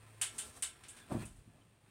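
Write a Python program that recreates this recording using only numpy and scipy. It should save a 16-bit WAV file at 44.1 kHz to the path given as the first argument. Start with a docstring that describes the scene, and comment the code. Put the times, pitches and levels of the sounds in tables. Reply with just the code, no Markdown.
"""A steel bunk bed: a child pushes off the top; slipping joints clack in runs of ticks and ring the tubes.
The bed sways with a low boom and the bedding rustles as noise grains under level curves.
The child lands on a beanbag and shifts on it: soft pulses through resonances thump, the filling crunches,
the floor rumbles, the cover swishes and snaps once (a run of ticks too), narrow noise bands squeak.
A small bedroom answers; a low hum sinks, then partly returns, over faint room tone."""
import sys
import numpy as np
from scipy import signal
from scipy.fft import rfft, irfft, next_fast_len
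from scipy.io import wavfile

SR = 44100
rng = np.random.default_rng(int(sys.argv[2]) if len(sys.argv) > 2 else 0)


def digitize_waveform(pressure):
    """Quantize a signal to 16-bit integers and store it at the path in sys.argv[1].

    Rows of a 2-D input are taken as channels; values are limited to [-1, 1].
    """
    field = np.atleast_2d(pressure).T
    bounded = np.clip(field, -1, 1)
    quanta = np.round(bounded * 32767).astype(np.int16)
    wavfile.write(sys.argv[1], SR, quanta)


N = 83790

BODY_WET_DB, TREBLE_WET_DB = 9.5, 5  # reverberation against direct clack
BODY_BLOOM_S = 0.0028  # the lower part of a clack arrives mostly by way of the walls


def amp(db):
    """Decibels to gain."""
    return 10 ** (np.asarray(db) / 20)


def unit(x):
    """Scale to rms 1."""
    return x / np.sqrt(np.mean(x ** 2) + 1e-20)


def burst(x):
    """Scale to the energy of 20 ms at rms 1."""
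    return x * np.sqrt(SR / 50 / (np.sum(x ** 2) + 1e-20))


def clock():
    """Time of each sample [s]."""
    return np.arange(N) / SR


def along(points, hz):
    """Interpolate (frequency [Hz], value) points on a log frequency axis."""
    point_hz, values = np.transpose(points)
    return np.interp(np.log(hz + 1), np.log(point_hz + 1), values)


def level(points):
    """Gain per sample from (time [s], level [dB]) points."""
    return amp(np.interp(clock(), *np.transpose(points)))


def filtered(x, response):
    """Multiply the spectrum of x by a response of frequency [Hz]."""
    size = 2 * next_fast_len(N * 3 // 4)  # zero-padded against wrap-around
    spectrum = rfft(x, size) * response(np.fft.rfftfreq(size, 1 / SR))
    return irfft(spectrum, size)[:N]


def colour(x, points):
    """Minimum-phase filter through (frequency [Hz], gain [dB]) points."""
    def response(hz):
        cepstrum = irfft(np.log(amp(along(points, hz))))
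        half = len(cepstrum) // 2
        cepstrum[1:half] *= 2  # fold to the causal side
        cepstrum[half + 1:] = 0
        return np.exp(rfft(cepstrum))
    return filtered(x, response)


def resonate(x, peaks):
    """Parallel resonances (frequency [Hz], width [Hz], gain [dB])."""
    def response(f):
        return sum(amp(db) * 1j * f * width / (hz * hz - f * f + 1j * f * width)
                   for hz, width, db in peaks)
    return filtered(x, response)


def add(out, start_s, x):
    """Mix x in from start_s."""
    part = out[round(start_s * SR):][:len(x)]
    part += x[:len(part)]


def grains(per_s, spread_db, size=N):
    """Random tiny slips of uneven size, rms 1."""
    hits = rng.random(size) < per_s / SR
    sizes = rng.standard_normal(size) * amp(spread_db * rng.standard_normal(size))
    return unit(hits * sizes)


def swell(peak_s, rise_s, t60_s):
    """Rise by 20 dB in rise_s up to peak_s, then decay by 60 dB per t60_s."""
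    t = clock() - peak_s
    return amp(np.minimum(20 * t / rise_s, -60 * t / t60_s))


def clacks():
    """Joints slip, and at 1.252 s the bag's cover snaps: tick runs with knock, resonances and tube ring."""
    # joint slips, and at 1.252 s a snap of the bag's cover: (time [s], level before part gains [dB],
    # treble against body [dB], decay constant of the ticks [s], knock pitch [Hz])
    clack_rows = [(0.2143, -28.5, 2, 0.0036, 3030), (0.382, -39.5, 1, 0.0095, 3300),
                  (0.3872, -41, 10.5, 0.0017, 3260), (0.6237, -32, 3.5, .004, 3290),
                  (0.836, -53, -9.5, 0.0033, 2370), (0.883, -49.5, 6.5, 0.012, 3250),
                  (.964, -53.5, -5.5, 0.011, 1750), (1.12, -62, 9, .008, 2690),
                  (1.252, -53, 8, 0.0055, 2660), (1.36, -71.5, 11.5, 0.013, 3000)]
    # spectra of the clack's lower and upper parts: (frequency [Hz], gain [dB])
    body_shape = [(300, -28), (750, -12), (1400, -5), (2050, -4), (2450, -5), (3100, 1), (4200, -4),
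                  (5800, -6), (8000, -22.5), (16000, -16)]
    treble_shape = [(3000, -22.5), (6000, -7.5), (7700, -3.5), (9000, -8), (10300, 2), (12000, -5.5),
                    (15800, -13)]
    # joint resonances: (frequency [Hz], width [Hz], gain [dB])
    joint_peaks = [(1570, 20, -9), (2727, 22, -7), (3025, 60, -4), (3600, 25, -7), (6738, 30, -6),
                   (7455, 60, -2), (7850, 70, 1), (8588, 45, -2), (8815, 70, -6), (9225, 110, -4),
                   (9470, 90, -4)]
    body_db, treble_db, joint_db, tube_db, knock_db = -8.5, -9.5, -8, -19.5, -8
    knock_width_hz = 900

    body, treble, steel = np.zeros((3, N))
    tubes = amp(tube_db) * ring()
    for start_s, db, tilt_db, decay_s, knock_hz in clack_rows:
        low, high = amp(db - tilt_db / 2), amp(db + tilt_db / 2)
        add(body, start_s, low * tick_run(decay_s, BODY_WET_DB, BODY_BLOOM_S))
        add(treble, start_s, high * tick_run(decay_s, TREBLE_WET_DB, decay_s / 2))
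        peak = signal.iirpeak(knock_hz, knock_hz / knock_width_hz, SR)
        knock = signal.lfilter(*peak, tick_run(decay_s, BODY_WET_DB, decay_s))
        add(steel, start_s, low * amp(knock_db) * burst(knock))
        add(steel, start_s, low * tubes)

    # each filtered part keeps the rms of its drive, times its gain
    low_part = amp(body_db) * unit(colour(body, body_shape)) * body.std()
    high_part = amp(treble_db) * unit(colour(treble, treble_shape)) * treble.std()
    clink = amp(joint_db) * unit(resonate(treble, joint_peaks)) * treble.std()
    return low_part + high_part + clink + steel


def tick_run(decay_s, wet_db, build_s):
    """A quick decaying run of ticks, its reverberation and the buzz of loose parts."""
    rattle_db, rattle_t60_s = -28, 0.32
    t = np.arange(SR // 2) / SR
    out = burst(grains(per_s=3800, spread_db=1, size=len(t)) * np.exp(-t / decay_s))
    add(out, 0, amp(wet_db) * burst(tail(build_s)))
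    rattle = rng.standard_normal(len(t)) * amp(-60 * t / rattle_t60_s)
    return burst(out) + amp(rattle_db) * burst(rattle)


def ring():
    """The tubes' modes after one blow: decaying sines with a soft onset."""
    # tube modes: (frequency [Hz], level before tube gain [dB], t60 [s])
    tube_modes = [(790, -12, .35), (1348, -4, .6), (1569, 1, .28), (1680, -10, .5), (1836, -3, .25),
                  (2030, 0, .2), (2191, 0, .4), (2730, 1, .22), (2961, -1, .33), (3321, -9, .6),
                  (3595, 0, .35), (4300, -9, .33), (5535, -9, .65)]
    t = np.arange(SR) / SR
    modes = sum(amp(db - 60 * t / t60_s) * np.sin(2 * np.pi * (hz * t + rng.random()))
                for hz, db, t60_s in tube_modes)
    return modes * (1 - np.exp(-t / BODY_BLOOM_S))


def sway():
    """Each shift of weight rocks the whole bed on its feet with a low boom."""
    # shifts of weight: (time [s], level [dB])
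    shifts = [(0.468, -60.5), (0.647, -60.5), (.83, -64)]
    sway_hz, rise_s, t60_s = 74, 0.03, 0.38
    t = clock()
    return sum(amp(db) * swell(s, rise_s, t60_s) * np.sqrt(2) * np.sin(2 * np.pi * sway_hz * (t - s))
               for s, db in shifts)


def thumps():
    """Feet and body push into the bag, each with one soft pulse through its resonances."""
    # pushes: (time [s], level before thump gain [dB], pulse length [s])
    pushes = [(1.12, -33, .0042), (1.127, -41.5, 0.0019), (1.1505, -30.5, 0.0029), (1.1597, -40.5, 0.0027),
              (1.168, -38.5, 0.00287), (1.1778, -42.5, 0.0039), (1.223, -54.5, 0.0052),
              (1.25, -47.5, 0.0046), (1.304, -68, 0.016), (1.382, -55.5, 0.0072), (1.476, -52, 0.0038)]
    # bag and floor: (frequency [Hz], width [Hz], gain [dB])
    bag_peaks = [(84.5, 13, -14), (121.3, 28, -4.5), (158.8, 40, 3.5), (223.6, 76, 3.5), (301, 79, -3),
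                 (566, 46, -2), (705, 50, -16), (1010, 200, -25)]
    thump_db = -1.5
    t, out = clock(), np.zeros(N)
    for start_s, db, push_s in pushes:
        pulse = np.sin(np.pi * np.minimum(t / push_s, 1)) ** 2
        add(out, start_s, amp(db) * burst(resonate(pulse, bag_peaks)))
    return amp(thump_db) * room(out, wet_db=-4.5)


def filling():
    """Beads give way in grains under the load; the floor rumbles as swelling noise."""
    # pressure peaks: (time [s], level [dB], rise [s], t60 [s])
    crunches = [(1.122, -37.5, 0.028, 0.31), (1.227, -54.5, 0.052, 0.12), (1.565, -64.5, 0.081, 0.35)]
    # spectra of beads and floor: (frequency [Hz], gain [dB])
    bead_shape = [(25, -12), (60, -5.5), (150, -3.5), (280, 7), (420, -3.5), (620, 2), (850, -5),
                  (1200, -8), (2000, -25), (4000, -33), (9000, -55)]
    rumble_shape = [(20, -27), (37, 0), (60, -7), (115, -5.5), (180, -12.5), (400, -24.5), (1000, -39)]
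    sag_s, sag_db, sag_rise_s, sag_t60_s = 1.218, -49, 0.18, 0.88

    pressure = sum(amp(db) * swell(s, rise_s, t60_s) for s, db, rise_s, t60_s in crunches)
    beads = pressure * unit(colour(grains(per_s=3100, spread_db=1.5), bead_shape))
    load = amp(sag_db) * swell(sag_s, sag_rise_s, sag_t60_s)
    rumble = load * unit(colour(rng.standard_normal(N), rumble_shape))
    return beads + rumble


def fabrics():
    """Mattress and clothes rub during the push-off, the bag's cover at the landing: dense grains."""
    # mattress and clothes, then cover: (time [s], level [dB])
    bedding_level = [(0, -88), (.1, -72), (.19, -74), (.35, -54.5), (.42, -55), (.47, -50), (.525, -61.5),
                     (.575, -50), (.62, -71), (.82, -105), (.86, -72.5), (1.0, -59.5), (1.08, -91),
                     (1.25, -100)]
    cover_level = [(1.08, -60.5), (1.125, -50), (1.17, -53), (1.225, -49), (1.27, -67.5), (1.32, -68.5),
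                   (1.45, -68.5), (1.6, -68.5), (1.78, -72.5), (1.89, -67)]
    # their spectra: (frequency [Hz], gain [dB])
    cloth_shape = [(30, -19.5), (75, 7.5), (140, 4.5), (250, -1), (450, -0.5), (900, -4), (3200, -10.5),
                   (5500, -9), (8800, -9.5), (10500, -10.5), (15800, -10)]
    swish_shape = [(300, 6), (1200, 3.5), (2500, 1.5), (4500, -6), (6200, -12), (8900, -7.5), (11000, -12),
                   (15800, -3)]
    bedding = level(bedding_level) * unit(colour(grains(per_s=9000, spread_db=1), cloth_shape))
    cover = level(cover_level) * unit(colour(grains(per_s=5000, spread_db=-2), swish_shape))
    return room(bedding + cover, wet_db=-4)


def squeaks():
    """Rail and cover rub: narrow noise bands of ragged pitch under bell-shaped envelopes."""
    # rubs: (centre time [s], level [dB], pitch [Hz], envelope sigma [s])
    rubs = [(1.0, -63, 1610, 0.072), (1.016, -65.5, 3500, .03), (1.206, -65, 4310, 0.0078),
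            (1.23, -56, 1930, 0.0098), (1.242, -55, 2520, 0.011), (1.619, -70.5, 3060, 0.0069)]
    width_hz = 81
    t, out = clock(), np.zeros(N)
    for centre_s, db, hz, sigma_s in rubs:
        tone = unit(resonate(rng.standard_normal(N), [(hz, width_hz, 0)]))
        out += amp(db) * np.exp(-.5 * ((t - centre_s) / sigma_s) ** 2) * tone
    return out


def room(x, wet_db):
    """Direct sound plus reverberation, scaled to about the same energy."""
    wet = signal.fftconvolve(x, tail(build_s=0.00067))[:N]
    return (x + amp(wet_db) * wet) / np.hypot(1, amp(wet_db))


def tail(build_s):
    """Bedroom reverberation: fresh noise decaying per frequency, energy 1, onset constant build_s."""
    # decay: (frequency [Hz], t60 [s])
    room_t60 = [(100, .28), (500, 0.27), (3000, 0.24), (9000, 0.2), (15000, 0.19)]
    hz, t, z = signal.stft(rng.standard_normal(SR // 3), SR, nperseg=256)
    decay = amp(-60 * t / along(room_t60, hz)[:, None])
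    x = signal.istft(z * decay, SR, nperseg=256)[1]
    x = x * (1 - np.exp(-np.arange(len(x)) / SR / build_s))
    return x / np.linalg.norm(x)


def background():
    """Room tone as coloured noise, and a low hum as one sine of varying level."""
    # hum: (time [s], level [dB])
    hum_level = [(0, -59.5), (.24, -58), (.35, -66), (.7, -77), (1.5, -69.5), (1.9, -70)]
    # room tone spectrum: (frequency [Hz], gain [dB])
    air_shape = [(20, -19.5), (45, -3), (80, 4.5), (130, 8), (220, -2.5), (400, -7.5), (700, -11),
                 (1300, -17), (3000, -16.5), (4500, -24), (8800, -28), (15800, -25.5)]
    hum_hz, air_db = 108.5, -66.5
    hum = np.sqrt(2) * level(hum_level) * np.sin(2 * np.pi * hum_hz * clock())
    return hum + amp(air_db) * unit(colour(rng.standard_normal(N), air_shape))


def scene():
    """Everything at one microphone."""
    impacts = clacks() + sway() + thumps()
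    rubbing = filling() + fabrics() + squeaks()
    return (impacts + rubbing + background())[None]


def record(dry):
    """The microphone rolls off the bass and its port rings in the treble; cut above the band limit."""
    # microphone and port: (frequency [Hz], gain [dB])
    mic_shape = [(22, -12), (36, -2.5), (5500, -3.5), (7500, -1), (8850, 6.5), (10200, -2.5), (12000, -8.5),
                 (15800, -13.5)]
    top_hz = 15900
    return filtered(colour(dry[0], mic_shape), lambda hz: hz < top_hz)[None]


dry = scene()
out = record(dry)
digitize_waveform(out)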